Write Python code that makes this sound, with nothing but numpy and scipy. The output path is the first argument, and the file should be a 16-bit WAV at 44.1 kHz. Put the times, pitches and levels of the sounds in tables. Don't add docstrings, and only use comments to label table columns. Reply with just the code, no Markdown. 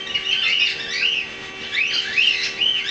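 import sys
import numpy as np
from scipy import signal
from scipy.fft import rfft, irfft, next_fast_len
from scipy.io import wavfile
from scipy.ndimage import uniform_filter1d, map_coordinates

SR = 44100
rng = np.random.default_rng(int(sys.argv[2]) if len(sys.argv) > 2 else 0)


def invert_db(level):
    return 10 ** (np.asarray(level, dtype=float) / 20)


def master_out(mix):
    frames = np.transpose(np.atleast_2d(mix))
    ceiling = np.clip(frames, -1, 1)
    pcm = np.round(ceiling * 32767).astype(np.int16)
    wavfile.write(sys.argv[1], SR, pcm)


N = 127890


def unit(x):
    return x / np.sqrt(np.mean(x ** 2) + 1e-20)


def along(points, hz):
    f, v = np.transpose(points)
    return np.interp(np.log(hz + 1), np.log(f + 1), v)


def wobble(rate_hz, size):
    knots = rng.standard_normal(int(size * 3000 / SR) + 4)
    return map_coordinates(knots, [np.arange(size) * min(rate_hz, 2900) / SR])


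def rush(spectrum):
    patchy_db, patch_rate_hz = -2, 19
    m = next_fast_len(N + 8192)
    gain = invert_db(along(spectrum, np.fft.rfftfreq(m, 1 / SR)))
    x = irfft(rfft(rng.standard_normal(m)) * gain, m)[:N]
    return unit(x) * invert_db(patchy_db * wobble(patch_rate_hz, N))


def motor():
    # multiple of shaft rate, level/dB
    orders = [(2, -61.5), (3, -55.5), (4, -59), (5, -46.5), (6, -50), (7, -57), (10, -54.5), (15, -51),
              (20, -56), (25, -45), (30, -46.5), (35, -42), (40, -46.5), (45, -53.5), (78, -72),
              (79, -72.5), (82, -58.5)]
    # f/Hz, density/dB per Hz
    rumble = [(12, -44.5), (20, -10), (334, -5), (383, -13), (509, -9.5), (885, -10.5), (1100, -16),
              (1430, -51), (2420, -120)]
    # f/Hz, density/dB per Hz
    air_noise = [(650, -55), (1100, -16.5), (1800, -9), (2800, -6), (3700, -14), (5200, -20.5),
                 (6300, -24.5), (8600, -36)]
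    shaft_hz, waver_db, waver_hz = 76.84, 2.5, 1.2
    rumble_db, air_db = -44.5, -37

    t = np.arange(N) / SR
    shaft = 2 * np.pi * shaft_hz * t
    drift = 2 * np.pi * waver_hz * np.cumsum(wobble(7.3, N)) / SR / 10
    hum = 0
    for k, db in orders:
        gain = np.sqrt(2) * invert_db(db + waver_db * wobble(12, N))
        phase = round(k) * shaft + np.sqrt(k) * drift + rng.uniform(0, 2 * np.pi)
        hum = hum + gain * np.sin(phase)
    return hum + invert_db(rumble_db) * rush(rumble) + invert_db(air_db) * rush(air_noise)


def room(x):
    # f/Hz, t60/s
    t60 = [(1000, 0.25), (3000, 0.3), (8000, 0.27)]
    delay_s = .003
    hz, t, z = signal.stft(rng.standard_normal(SR // 2), SR, nperseg=256)
    decay = invert_db(-60 * t / along(t60, hz)[:, None])
    tail = signal.istft(z * decay, SR, nperseg=256)[1]
    delayed = np.pad(x, (round(delay_s * SR), 0))
    return signal.fftconvolve(delayed, tail / np.linalg.norm(tail))[:N]


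def squeak(rows, rough, half_db=None, third_db=0):
    # f/Hz, gain/dB
    beak = [(1300, -0.5), (2000, 0), (2900, 6), (3600, 6), (4500, 4), (6000, -2), (7000, -13), (9000, -30)]
    warble_rate_hz, edge_s = 450, .007
    flutter_db, flutter_rate_hz = 2.5, 140
    breath_db, breath_rate_hz = -20, 500

    s, hz, db, step_db = np.transpose(rows)
    t = np.arange(round((s[-1] - s[0]) * SR)) / SR + s[0]
    hz, db, step_db = (np.interp(t, s, column) for column in (hz, db, step_db))
    jitter = 1 + rough * wobble(warble_rate_hz, len(t))
    phase = 2 * np.pi * np.cumsum(hz * jitter) / SR
    main = 1 if half_db is None else 2
    tone = 0
    for k in range(1, 6):
        line_db = step_db * (k - main) if k >= main else half_db
        if k == 3:
            line_db = line_db + third_db
        grain_db = flutter_db * np.sqrt(k / main) * wobble(flutter_rate_hz, len(t))
        beak_db = along(beak, k * hz) - along(beak, main * hz)
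        tone = tone + invert_db(line_db + grain_db + beak_db) * np.sin(k * phase)
    breath = 1 + invert_db(breath_db) * wobble(breath_rate_hz, len(t))
    fade = np.clip(np.minimum(t - t[0], t[-1] - t) / edge_s, 0, 1)
    return np.sqrt(2) * invert_db(db) * fade * breath * tone


def squawk_rows(s, length_s, hz0, hz1, db):
    step_db, sag, swell_db = -3.5, 0.55, 4.5
    return [(s, hz0, db - swell_db, step_db),
            (s + length_s / 2, hz0 + sag * (hz1 - hz0), db, step_db),
            (s + length_s, hz1, db - swell_db, step_db)]


def parrots():
    # t/s, pitch/Hz, level/dB, overtone step/dB
    first = [
        [(0.0, 3120, -29, -20), (0.03, 3195, -36.5, -31), (0.06, 2930, -59, -28)],
        [(0.06, 1852, -36.5, -17.5), (0.074, 1862, -32.5, -2), (0.1, 1853, -60, -7)],
        [(.093, 2880, -31, -15), (.118, 2910, -23, -15)],
        [(.137, 2900, -27, -20), (.157, 2890, -19, -22), (.175, 2880, -33, -22), (.22, 2850, -41, -22)],
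        [(0.225, 1694, -70, -10), (0.239, 1760, -36, -9), (0.27, 2016, -45, -3)],
        [(.245, 2800, -33, -12), (.275, 2910, -21, -17), (.3, 2975, -24, -13), (.32, 3050, -22, -20),
         (.34, 3210, -25, -22), (.355, 3050, -30, -22)],
        [(.32, 1540, -32, -15.5), (.36, 1506, -26.5, -23), (.38, 1535, -27.5, -7.5), (.4, 1603, -23, -17),
         (.422, 1465, -24, -16.5), (.44, 1342, -23, -18), (.465, 1317, -16, -22), (.482, 1352, -28, -22),
         (.51, 1352, -21, -24.5)],
    ]
    second = [
        [(.445, 2069, -30, -5.5), (.46, 2101, -33, -8.5), (.49, 2130, -27, -10), (.513, 2369, -23, -9.5),
         (.525, 2902, -16, -28.5), (.59, 2876, -23, -20), (.65, 2870, -19, -12), (.663, 2880, -34, -24)],
        [(.597, 1740, -36.5, -8), (.613, 1880, -25.5, -5.5), (.635, 1870, -40, -10)],
        [(.768, 1508, -43.5, -12), (.8, 1740, -35.5, -3.5), (.815, 1860, -34.5, -6), (.84, 1790, -43, -7)],
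        [(.93, 2220, -33, -1.5), (.97, 2272, -29, -8), (1.015, 2490, -27, -12), (1.055, 2767, -18, -26),
         (1.095, 2980, -19.5, -18.5), (1.15, 2838, -19.5, -22.5), (1.19, 2647, -26.5, -14),
         (1.225, 2180, -37.5, -18), (1.26, 1950, -48.5, -12)],
    ]
    third = [
        [(1.59, 2740, -38.5, -2), (1.626, 2674, -32, -30), (1.69, 3690, -44, 7)],
        [(1.718, 1618, -36.5, -6.5), (1.74, 1748, -29, -3), (1.76, 1932, -29.5, -6), (1.78, 2230, -24, -20),
         (1.81, 2540, -18.5, -29), (1.845, 2723, -21, -24), (1.865, 2870, -32, -4.5), (1.9, 3030, -24, -4.5)],
        [(1.895, 1530, -26, -15.5), (1.93, 1496, -29.5, -5), (1.98, 1528, -25.5, -8), (2.005, 1508, -26.5, -14),
         (2.035, 1494, -37, -13.5)],
        [(2.045, 1520, -33, -16), (2.075, 1700, -31, -18), (2.125, 1790, -33, -18), (2.15, 2100, -33, -18),
         (2.18, 2551, -18.5, -17), (2.21, 2736, -14.5, -16), (2.24, 3193, -17, -30), (2.275, 2838, -14.5, -16),
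         (2.35, 2440, -27.5, -11)],
    ]
    fourth = [
        [(2.32, 2100, -32.5, 0), (2.36, 2030, -37.5, -0.34), (2.4, 2011, -34, -1), (2.435, 2050, -34.5, 0.53),
         (2.46, 2070, -43, -2)],
        [(2.53, 2000, -37.5, -9), (2.564, 1944, -45.5, -3.5), (2.62, 2903, -17.5, -26.5),
         (2.674, 3079, -20, -22), (2.732, 3076, -20.5, -26), (2.77, 2770, -23.5, -23),
         (2.797, 2322, -32, -20.5), (2.82, 2050, -34, -15)],
        [(2.82, 1383, -43, -2), (2.85, 1617, -36.5, -2), (2.9, 1920, -29.5, -1.5)],
        [(1.01, 1555, -22.5, -29), (1.045, 1405, -46, -32)],
        [(.145, 2592, -26, -4), (.16, 2148, -25.5, -20.5), (.185, 1530, -38.5, -19.5)],
        [(1.895, 2500, -32, -20), (1.93, 1560, -35, -2), (1.98, 1370, -35, -2)],
    ]
    fifth = [
        [(.303, 2700, -22, -22), (.32, 2635, -21, -21), (.342, 2746, -24.5, -23.5), (.37, 2810, -33.5, -20)],
        [(.422, 1782, -31, -5), (.438, 1771, -22.5, -9), (.455, 1794, -34, -2), (.485, 1800, -42.5, -8.5)],
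        [(.585, 2600, -31, -1), (.635, 2498, -20.5, -15.5), (.66, 2550, -31.5, -11.5)],
        [(.666, 2867, -23, -21), (.684, 2770, -15.5, -22)],
        [(.853, 1508, -37, -9), (.88, 1740, -36, -7.5), (.92, 1902, -32.5, -3), (.96, 1968, -32.5, -10.5),
         (1.005, 2027, -37, -7)],
        [(2.428, 2660, -26.5, 0), (2.45, 2693, -26, 0.5), (2.485, 2624, -44, -8)],
    ]
    whistle_rough = [.01, .015, .005, .007, .02, .025, .03, .025, .05, .02, .04, .04, .025, .05, .025, .04,
                     .025, .025, .05, .08, .06, .045, .012, .05, .04, .028, .045]
    split_db = {6: -9, 8: -8, 13: -20, 22: -3}
    muted_db = {7: -15, 12: -10, 14: -6, 15: -7, 17: -7, 25: 4}
    # t/s, length/s, start pitch/Hz, end pitch/Hz, level/dB
    squawks = [(.46, .07, 1900, 2500, -33), (.655, .033, 2500, 1700, -29), (.81, .045, 2400, 1516, -41),
               (.68, .047, 2300, 2000, -30), (1.607, .065, 1750, 1850, -41), (.315, .05, 2300, 2000, -37),
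               (1.92, .085, 2500, 2450, -39), (1.987, .17, 1964, 1927, -40), (2.137, .28, 1999, 2072, -36),
               (2.41, .075, 2250, 2500, -29), (.95, .15, 2050, 2450, -38)]
    squawk_rough = [.15, .07, .07, .12, .16, .12, .1, .14, .14, .2, .09]
    mic_band_hz = 1280, 7160

    calls = []
    for i, rows in enumerate(first + second + third + fourth + fifth):
        calls.append((rows, whistle_rough[i], split_db.get(i), muted_db.get(i, 0)))
    for squawk, rough in zip(squawks, squawk_rough):
        calls.append((squawk_rows(*squawk), rough, None, 0))

    voices = np.zeros(N + SR)
    for rows, rough, half_db, third_db in calls:
        call = squeak(rows, rough, half_db, third_db)
        start = max(round(rows[0][0] * SR), 0)
        voices[start:][:len(call)] += call
    mic_filter = signal.butter(3, mic_band_hz, "bandpass", fs=SR, output="sos")
    return signal.sosfilt(mic_filter, voices[:N])


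def scene():
    direct_db, room_db = -1, .3
    birds = parrots()
    return (invert_db(direct_db) * birds + invert_db(room_db) * room(birds) + motor())[None]


def top_cut(x):
    return signal.sosfilt(signal.butter(12, 8830, fs=SR, output="sos"), x)


def record(dry):
    # f/Hz, gain/dB
    camera = [(7800, 0), (8500, -8), (9100, -30)]
    knee_db, window_s, squeeze = -23, .07, .3
    taps = int(window_s * SR)
    power = uniform_filter1d(dry ** 2, taps, origin=(taps - 1) // 2)
    level_db = 10 * np.log10(np.abs(power) + 1e-9)
    ducked = dry * invert_db(-squeeze * np.maximum(level_db - knee_db, 0))
    response = invert_db(along(camera, np.fft.rfftfreq(N, 1 / SR)))
    return top_cut(irfft(rfft(ducked) * response, N))


dry = scene()
out = record(dry)
master_out(out)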